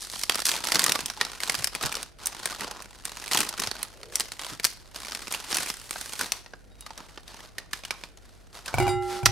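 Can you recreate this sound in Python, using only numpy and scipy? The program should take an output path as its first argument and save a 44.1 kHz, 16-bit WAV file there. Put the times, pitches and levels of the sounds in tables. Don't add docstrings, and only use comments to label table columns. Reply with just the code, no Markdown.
import sys
import numpy as np
from scipy import signal
from scipy.fft import rfft, irfft
from scipy.io import wavfile
from scipy.ndimage import uniform_filter1d

SR = 44100
rng = np.random.default_rng(int(sys.argv[2]) if len(sys.argv) > 2 else 0)


def persist_wave(psi):
    counts = np.round(np.clip(psi, -1, 1) * 32767).astype(np.int16)
    wavfile.write(sys.argv[1], SR, np.atleast_2d(counts).T)


N = 410571
T = np.arange(N) / SR

# start_s, facet_hz, level_db, brightness_db
WRAPPER_SNAPS = [(0.1362, 4730, -42.5, -11), (0.159, 3210, -41, -7), (0.1935, 3380, -42, 6),
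                 (0.2135, 5860, -41.5, 4), (0.235, 5060, -29.5, 2), (0.296, 3200, -21.5, -3),
                 (0.3211, 4670, -33, -2), (0.3452, 5450, -33, -1), (0.3558, 10000, -29, -2),
                 (0.375, 5000, -42, -1), (0.3918, 1330, -33, -2.5), (0.402, 5480, -35.5, 3.5),
                 (0.4196, 4470, -35.5, 1), (0.4546, 5700, -29.5, 7.5), (0.4667, 4340, -29.5, 6),
                 (0.4914, 4800, -27, 1), (0.516, 3320, -29, 0.5), (0.539, 2450, -35.0, -8),
                 (0.5641, 3700, -34.5, -1), (0.6707, 5700, -32.5, 0.5), (0.72, 4670, -25.0, 0),
                 (0.7457, 4600, -29.5, 5), (0.756, 4450, -23, -3), (0.7936, 4770, -23, 2),
                 (0.8184, 3850, -32, 3), (0.8408, 7440, -24, 2.5), (0.8631, 1180, -23.5, -0.5),
                 (0.8945, 3800, -26, 0.5), (0.9201, 5650, -24.5, 2.5), (0.956, 1170, -27.5, -5.5),
                 (1.0056, 4500, -38.0, 3), (1.0591, 5280, -34, 6), (1.1, 5750, -33.5, -3),
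                 (1.25, 5160, -35, -1), (1.403, 2150, -35.5, -1.5), (1.434, 4290, -30.0, -1.5),
                 (1.497, 2130, -25.5, 0), (1.5509, 4830, -32.5, 0), (1.6434, 5130, -28, 5.5),
                 (1.672, 5180, -32, 1.5), (1.7502, 2440, -33, 1.5), (1.8277, 3830, -36, 3),
                 (1.8594, 4600, -33.5, 4.5), (1.9245, 2470, -35.5, 2.5), (1.953, 5420, -33.0, 1),
                 (2.0294, 8970, -36, -1), (2.258, 6000, -39, 9), (2.2697, 8900, -33, 6.5),
                 (2.4567, 8850, -27.5, -1.5), (2.5256, 1200, -39, -7.5), (2.6075, 1940, -37, 0.5),
                 (2.711, 850, -37.5, -1), (2.8219, 2600, -47, 5), (3.0531, 8970, -34.5, 2.5),
                 (3.24, 1990, -42.5, 0), (3.279, 2330, -39.5, 1), (3.333, 4320, -27.5, 1),
                 (3.3539, 880, -32, -10), (3.373, 3250, -24.5, 1), (3.4048, 8830, -25, -1),
                 (3.4902, 5020, -37, 7.5), (3.5988, 5530, -33.5, 7), (3.6364, 4140, -32.5, -3),
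                 (3.6721, 5170, -32, -3.5), (3.7134, 4370, -32.5, -4.5), (3.8298, 10690, -33.5, 3),
                 (4.0315, 4460, -43.5, -5), (4.1562, 5760, -31.5, 11.5), (4.198, 8700, -29, 0),
                 (4.206, 4960, -29, 1.5), (4.3192, 4250, -38, 0.5), (4.3938, 3190, -38, -3),
                 (4.4466, 3190, -39.5, -2), (4.5978, 2240, -36, -4), (4.6363, 4780, -42, 0),
                 (4.6437, 4700, -26, 3.5), (4.6499, 4580, -22.5, 4), (4.9604, 4980, -38.5, -2),
                 (5.049, 2280, -41.5, -2), (5.0834, 5000, -41.5, -4), (5.1202, 5460, -36.5, -4),
                 (5.149, 5400, -34.5, 0.5), (5.271, 2520, -41, -5.5), (5.3242, 9350, -35.5, 4),
                 (5.3386, 2500, -35.0, -3), (5.347, 2800, -32.5, -3), (5.5275, 5350, -30.5, -4),
                 (5.5449, 5840, -33, 6), (5.5696, 10300, -27, -0.5), (5.672, 2330, -40, -5),
                 (5.701, 5220, -32, -2), (5.9088, 8600, -32.5, -1), (5.9584, 1570, -42, -16.5),
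                 (6.012, 9400, -37.5, 0), (6.1336, 9070, -37.5, -2.5), (6.1927, 1500, -36, 3),
                 (6.2106, 1499, -27.5, -1), (6.3203, 5940, -27, 2.5)]
# frequency_hz, gain_db
FILM_SPECTRUM = [(59, -49), (100, -6), (241, -4.5), (500, -3.5), (892, -0.5), (1850, -3), (2670, -4),
                 (4660, -2.5), (7150, -7), (9050, -5.5), (12000, -10.5), (15500, -21.5), (16900, -58)]
# start_s, length_s, level_db, brightness_db
HAND_STROKES = [(-0.03, 0.26, -47, 5), (0.276, 0.12, -40, 1.5), (0.445, 0.062, -32.5, 6.5),
                (0.49, 0.097, -36, 1.5), (0.612, 0.11, -33.5, 3), (0.703, 0.19, -33, 1),
                (0.88, 0.114, -36.0, 1), (1.037, 0.082, -45, 3), (1.155, 0.093, -41.0, -1.5),
                (1.257, 0.1, -44, 1.5), (1.397, 0.23, -38.5, 3.5), (1.46, 0.067, -35.5, 1),
                (1.711, 0.056, -41.5, -1), (1.796, 0.057, -31.5, -0.5), (1.879, 0.12, -39.5, 0.5),
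                (2.179, 0.46, -44.5, 0.5), (2.419, 0.094, -41, 2.5), (2.586, 0.062, -38.5, -2.5),
                (2.642, 0.17, -50, -6), (3.033, 0.24, -44, 2.5), (3.288, 0.12, -29.0, 4),
                (3.399, 0.14, -42.5, -1.5), (3.559, 0.091, -35.5, 2), (3.711, 0.12, -45.0, -0.5),
                (4.105, 0.13, -44, 4), (4.258, 0.094, -52, 4), (4.381, 0.14, -41, 2),
                (4.621, 0.038, -37, 8), (4.928, 0.66, -44, 2.5), (5.3, 0.021, -34.5, 2.5),
                (5.481, 0.15, -33.5, 4.5), (5.648, 0.055, -38.5, 6.5), (5.719, 0.17, -49, 5.5),
                (5.889, 0.37, -43.5, 5.5), (6.188, 0.019, -30.5, 1), (6.299, 0.069, -46, 2.5),
                (6.772, 0.38, -59, -0.5), (6.962, 0.026, -48, -7), (7.26, 0.19, -50, -0.5),
                (7.553, 0.062, -55.5, -3.5), (7.704, 0.072, -48, 3), (7.84, 0.22, -54, 0.5),
                (8.52, 0.057, -46, 1), (8.637, 0.06, -43.5, 0), (8.719, 0.18, -44.5, -7.5),
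                (9.003, 0.11, -50.5, 4), (9.073, 0.1, -41, 0)]
# time_s, level_db
GRIP_LEVELS = [(0, -59.5), (1.9, -61.5), (2.15, -71), (2.5, -52.5), (4.85, -58), (6.45, -63), (6.68, -67.5),
               (7.05, -58), (7.52, -65.5), (8.14, -70), (8.25, -60), (8.5, -65)]
# time_s, level_db
SLIDING_LEVELS = [(0, -7), (1, -12), (2.3, -7), (3.3, -12.5), (5.2, -5.5), (5.6, -6), (6.3, 0.5),
                  (6.8, -6.5), (8.2, -3), (9.1, 1.5)]
# start_s, length_s, level_db
SEAM_PEELS = [(-.03, .26, -40), (0.432, 0.033, -29.5)]
# start_s, facet_hz, level_db, brightness_db
TRAY_BUCKLES = [(1.2114, 1856, -23.5, -1), (6.4611, 1870, -50, -6.5), (6.5352, 1630, -51, -15.5),
                (6.808, 10400, -53, 14), (6.8636, 1210, -41.5, 0.5), (6.9056, 890, -45.5, -7),
                (6.9772, 5650, -45.5, 7), (7.1753, 3100, -45, -8.5), (7.2784, 3730, -49, 5),
                (7.5825, 1840, -36, 3), (7.732, 1740, -32, 2.5), (7.836, 2470, -45.5, -4),
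                (7.8503, 2940, -39, 4.5), (7.907, 2330, -30.5, 0.5), (8.0366, 2420, -41, -2.5),
                (8.173, 6760, -53, 1), (8.6597, 2630, -43, 9), (8.6805, 1540, -38, 2),
                (9.255, 6000, -33, 1), (9.2579, 5870, -18, 7.5), (9.262, 1350, -20.5, 0.5)]
# start_s, knock_db, bowl_db, contact_cutoff_hz, thump_db
COOKIE_LANDINGS = [(8.7413, -19, -60, 2000, -22.5), (8.7837, -17.5, -66, 1520, -17.5),
                   (8.8008, -21, -21.5, 1380, -30), (8.812, -36, -63, 4950, -42),
                   (8.824, -24, -42, 9000, -40), (8.868, -29, -29, 1490, -50),
                   (8.8792, -22.5, -39, 6000, -30), (8.891, -31, -28.5, 8600, -27),
                   (8.935, -44, -56, 810, -26.5), (9.231, -32, -70, 503, -20.5),
                   (9.289, -33, -39, 800, -22)]
# frequency_hz, level_db, t60_s
COOKIE_MODES = [(757, 3.5, 0.038), (920, 3.5, 0.024), (1500, -1, 0.032), (2336, 2, 0.043),
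                (3850, -33, 0.023), (4200, -24, 0.041)]
BOWL_MODES = [(366, 0, 1.55), (803, -2, 2.2), (1362, -14, 2.2), (2046, -9, 1.0), (2853, -9, .62),
              (3779, -10, .3), (4822, -8, .25), (7289, -15, .3), (7461, -14, .25), (8226, -13, .22),
              (9260, -8, .2), (9851, -9, .15), (13410, -17, .2)]
TABLE_MODES = [(58.4, -12, 0.94), (104.1, -5, 0.53), (126.7, 0.5, 0.23)]
# start_s, level_db, pitch_hz
TRAY_BUMPS = [(0.284, -50.5, 253), (0.744, -24, 234), (0.884, -25, 227), (1.017, -32.5, 180),
              (1.579, -26.5, 103), (1.835, -23.5, 97), (2.603, -32, 223), (3.385, -24.5, 250),
              (3.586, -30, 242), (3.663, -33.5, 108.5), (4.515, -33.5, 196), (5.59, -35, 150),
              (6.21, -36, 160)]
# start_s, level_db, initial_pitch_hz
COOKIE_SKIDS = [(6.335, -53, 1156), (6.868, -53, 1166), (7.915, -43.5, 1250), (8.555, -47, 986),
                (8.683, -37, 1430)]
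# start_s, level_db
BOWL_FLICKS = [(6.711, -51), (6.78, -58), (6.809, -40)]
# frequency_hz, gain_db
AIR_SPECTRUM = [(15, -24), (25, 1.5), (64, -1), (175, -7.5), (775, -13.5), (1130, -45), (1370, -17.5),
                (5140, -45.5), (9320, -34.5), (16000, -50)]
# frequency_hz, level_db
HUM_PARTIALS = [(48.6, -55.5), (97.5, -64.5)]
# lower_edge_hz, upper_edge_hz
BAND_EDGES = [(150, 1500), (1500, 6000), (6000, 19000)]


def snaps():
    facet_hz = np.transpose(WRAPPER_SNAPS)[1]
    clicks = buckles(facet_hz, crack_s=0.002, flutter_s=0.0048, flutter_db=2, facet_db=-3)
    return place_clicks(WRAPPER_SNAPS, clicks, trims_db=(-8, 0.7, -0.6), pan_db=-1.5, spread_db=2.2)


def buckles(facet_hz, crack_s, flutter_s, flutter_db, facet_db, cycles=5.6):
    t = np.arange(1400) / SR
    noise = rng.standard_normal((len(facet_hz), 2, len(t)))
    envelope = np.exp(-t / crack_s) + undb(flutter_db) * np.exp(-t / flutter_s)
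    sheet = colour(noise * envelope, FILM_SPECTRUM)
    turns = facet_hz[:, None] * t
    second_turns = turns * rng.uniform(0.84, 1.7, (len(facet_hz), 1))
    facet = np.sin(2 * np.pi * turns) * np.exp(-turns / cycles)
    facet += 0.12 * np.sin(2 * np.pi * second_turns) * np.exp(-second_turns / cycles)
    mid = unit(sheet[:, 0]) + undb(facet_db) * facet / facet.std(axis=1, keepdims=True)
    side = unit(sheet[:, 1])
    side_treble = signal.lfilter(*signal.butter(1, 8000, "high", fs=SR), side)
    side = undb(-12) * side + 0.47 * side_treble
    return np.stack([mid + side, mid - side], axis=1)


def place_clicks(rows, clicks, trims_db, pan_db, spread_db, facet_boost_db=3.5):
    starts, facet_hz, db, bright_db = np.transpose(rows)
    shaped, out = 0, np.zeros((2, N))
    onset = int(0.008 * SR)
    for (lo, hi), gain in zip(BAND_EDGES, band_gains(db, bright_db, trims_db)):
        part = band(clicks, lo, hi)
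        boost = undb(facet_boost_db * ((lo <= facet_hz) & (facet_hz < hi)))
        onset_rms = part[..., :onset].mean(axis=1).std(axis=1)
        shaped = shaped + part * (gain * boost / onset_rms)[:, None, None]
    for start, click in zip(starts, shaped):
        add(out, start, click * pan(pan_db + spread_db * rng.standard_normal()))
    return out


def rustle(creases_per_s=340, size_spread_db=5.5, smoothing_s=0.05):
    gains = handling()
    effort_db = 20 * np.log10(gains[1] / np.median(gains[1]))
    rate = creases_per_s * np.exp(-0.01 * effort_db)
    flips = rng.random(N) < rate / SR
    sizes = undb(size_spread_db * np.minimum(rng.exponential(size=N), 3.4))
    facet_hz = np.geomspace(850, 10500, num=40)
    facets = buckles(facet_hz, crack_s=0.00039, flutter_s=0.0034, flutter_db=4, facet_db=-4.5, cycles=5.3)
    which, crackle = rng.integers(len(facets), size=N), np.zeros((2, N))
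    for i in np.flatnonzero(flips):
        add(crackle, i / SR, sizes[i] * facets[which[i]])
    hiss = colour(stereo_noise(N, width=0.5), FILM_SPECTRUM)
    slide_db = np.interp(T, *np.transpose(SLIDING_LEVELS))
    sheet, out = unit(crackle) + undb(slide_db) * unit(hiss), 0
    for edges, gain in zip(BAND_EDGES, gains):
        part = band(sheet, *edges)
        power = uniform_filter1d(part.mean(axis=0) ** 2, size=int(smoothing_s * SR))
        out = out + part * gain / np.sqrt(np.abs(power) + 1e-12)
    return out * pan(-0.9)


def handling(trims_db=(-2.5, -0.02, -7), grip_bright_db=1.5):
    t = T[::64]
    grip_db = np.interp(t, *np.transpose(GRIP_LEVELS))
    power = np.square(band_gains(grip_db, grip_bright_db, trims_db))
    for start, length, db, bright_db in HAND_STROKES:
        power += np.outer(band_gains(db, bright_db, trims_db), stroke_shape(t, start, length)) ** 2
    return [np.interp(T, t, np.sqrt(band_power)) for band_power in power]


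def stroke_shape(t, start, length, attack_s=0.034, release_db_per_s=225):
    attack = np.clip((t - start) / attack_s, 0, 1)
    return attack * undb(-release_db_per_s * np.maximum(t - start - length, 0))


def peels(jerks_per_s=85, jitter=0.39, jerk_s=0.0032, spread_db=2.5):
    gap_draws, size_draws = rng.standard_normal((2, 2000))
    starts = np.cumsum(np.exp(jitter * gap_draws) / jerks_per_s)
    jerks = np.zeros(N)
    for start, db in zip(starts, spread_db * size_draws):
        add(jerks, start, undb([db]))
    slip = 0.17 + signal.lfilter([1], [1, -np.exp(-1 / (jerk_s * SR))], jerks)
    film = colour(slip * stereo_noise(N, width=0.45), FILM_SPECTRUM)
    envelope = sum(undb(db) * stroke_shape(T, start, length) for start, length, db in SEAM_PEELS)
    return unit(band(film, 3400, 12500)) * envelope


def tray_clicks():
    facet_hz = np.transpose(TRAY_BUCKLES)[1]
    clicks = buckles(facet_hz, crack_s=0.002, flutter_s=0.0062, flutter_db=2.5, facet_db=-4, cycles=6.7)
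    return place_clicks(TRAY_BUCKLES, clicks, trims_db=(-3.6, 1.83, -6), pan_db=-1.2, spread_db=2.3)


def cookies(grit_s=0.0085, detune=0.03, table_rise_s=0.0056, table_phase_rad=0.68):
    out, t = np.zeros((2, N)), np.arange(int(0.6 * SR)) / SR
    table_phases = np.array([[table_phase_rad], [-table_phase_rad]])
    for start, knock_db, bowl_db, cutoff_hz, thump_db in COOKIE_LANDINGS:
        grit = rng.standard_normal((2, len(t))) * rng.exponential(size=len(t)) * np.exp(-t / grit_s)
        body = ring(COOKIE_MODES, t * (1 + detune * rng.standard_normal()))
        knock = 0.59 * body + undb(-10) * band(grit, 350, 11800)
        thump = ring(TABLE_MODES, t, phase=table_phases) * (1 - np.exp(-t / table_rise_s))
        bowl = ring(BOWL_MODES[:1], t, cutoff_hz) * pan(-6) + ring(BOWL_MODES[1:], t, cutoff_hz) * pan(-1)
        add(out, start, undb(knock_db) * knock + undb(thump_db) * thump + undb(bowl_db) * bowl)
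    return out


def bumps(rise_s=0.0073, fall_s=0.021):
    out, t = np.zeros((2, N)), np.arange(SR // 5) / SR
    envelope = (1 - np.exp(-t / rise_s)) * np.exp(-t / fall_s)
    for start, db, hz in TRAY_BUMPS:
        body = unit(band(stereo_noise(len(t), width=1), hz / 1.8, hz * 1.63))
        add(out, start, undb(db - 3) * body * envelope)
    return out


def skids(rise_s=0.001, decay_s=0.029, sag_octaves_per_s=8, width_hz=510):
    out, t = np.zeros(N), np.arange(SR // 4) / SR
    envelope = (1 - np.exp(-t / rise_s)) * np.exp(-t / decay_s)
    for start, db, hz in COOKIE_SKIDS:
        grit = signal.lfilter(*signal.butter(2, width_hz / 2, fs=SR), rng.standard_normal(len(t)))
        turns = np.cumsum(hz * 2 ** (-sag_octaves_per_s * t)) / SR
        add(out, start, undb(db) * unit(grit * np.sin(2 * np.pi * turns)) * envelope)
    return out


def crumbs(grains_per_s=1500, relative_db=-30, settle_s=0.031):
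    out, t = np.zeros((2, N)), np.arange(SR // 4) / SR
    for start, knock_db, *_ in COOKIE_LANDINGS:
        grains = (rng.random(len(t)) < grains_per_s / SR) * stereo_noise(len(t), width=0.5)
        patter = unit(band(grains, 5000, 16000)) * np.exp(-t / settle_s)
        add(out, start, undb(knock_db + relative_db) * patter)
    return out


def rim_flicks(centre_hz=3850):
    out = np.zeros(N)
    chime = band(ring(BOWL_MODES, np.arange(SR) / SR), centre_hz / 1.17, centre_hz * 1.17)
    for start, db in BOWL_FLICKS:
        add(out, start, undb(db) * chime)
    return out


def finger_rub(peak_s=4.1, width_s=0.17, level_db=-53, centre_hz=470):
    hollow = unit(band(rng.standard_normal(N), centre_hz / 1.3, centre_hz * 1.3))
    return undb(level_db) * np.exp(-((T - peak_s) / width_s) ** 2) * hollow


def room(x, wet_db=-18, band_t60_s=(0.24, 0.38, 0.24), band_db=(0, 0, -3), build_s=0.0074):
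    t = np.arange(SR // 2) / SR
    noise = rng.standard_normal((2, len(t))) + 0.86 * rng.standard_normal(len(t))
    tail = sum(band(noise, *edges) * undb(db - 60 * t / t60)
               for edges, t60, db in zip(BAND_EDGES, band_t60_s, band_db))
    build_up = 1 - np.exp(-(t / build_s) ** 2)
    response = unit(tail * build_up) / np.sqrt(len(t))
    return undb(wet_db) * signal.fftconvolve(x, response, axes=1)[:, :N]


def room_tone(air_db=-55.5, waver_rad=0.32, offset_rad=0.93):
    air = unit(colour(rng.standard_normal((2, N)) + 0.5 * rng.standard_normal(N), AIR_SPECTRUM))
    knots = np.linspace(0, T[-1], num=60)
    waver = waver_rad * np.interp(T, knots, rng.standard_normal(len(knots)))
    phase = waver + np.array([[offset_rad], [-offset_rad]])
    hum = sum(undb(db) * np.sqrt(2) * np.sin(2 * np.pi * hz * T + phase) for hz, db in HUM_PARTIALS)
    return undb(air_db) * air + hum


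def ring(modes, t, cutoff_hz=np.inf, phase=0):
    return sum(undb(db - 60 * t / t60) * np.sin(2 * np.pi * hz * t + phase) / np.hypot(1, hz / cutoff_hz)
               for hz, db, t60 in modes)


def colour(x, spectrum, size=4096):
    hz, db = np.transpose(spectrum)
    bin_hz = np.arange(size // 2 + 1) * SR / size
    gain = undb(np.interp(np.log(bin_hz + 1), np.log(hz), db))
    cepstrum = irfft(np.log(gain))
    cepstrum[1:size // 2] *= 2
    cepstrum[size // 2 + 1:] = 0
    response = irfft(np.exp(rfft(cepstrum))).reshape((1,) * (x.ndim - 1) + (size,))
    return signal.fftconvolve(x, response, axes=-1)[..., :x.shape[-1]]


def band_gains(db, bright_db, trims_db):
    return [undb(db + trim_db + slope * bright_db) for slope, trim_db in zip((-1, 0, 1), trims_db)]


def band(x, lo, hi):
    return signal.sosfilt(signal.butter(3, [lo, hi], "band", fs=SR, output="sos"), x)


def stereo_noise(samples, width):
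    return rng.standard_normal(samples) + width * rng.standard_normal((2, samples))


def pan(db):
    return undb([[db / 2], [-db / 2]])


def undb(db):
    return 10 ** (np.asarray(db) / 20)


def unit(x):
    return x / np.sqrt(np.mean(x ** 2) + 1e-20)


def add(out, start_s, x):
    i = int(start_s * SR)
    out[..., i:i + x.shape[-1]] += x[..., :max(N - i, 0)]


def scene():
    packet = snaps() + tray_clicks() + rustle() + peels() + bumps() + finger_rub() + rim_flicks()
    direct = packet + skids() + cookies() + crumbs()
    return direct + room(direct) + room_tone()


def record(dry, cutoff_hz=16200):
    return signal.sosfilt(signal.ellip(8, 0.2, 70, cutoff_hz, fs=SR, output="sos"), np.clip(dry, -1, 1))


dry = scene()
out = record(dry)
persist_wave(out)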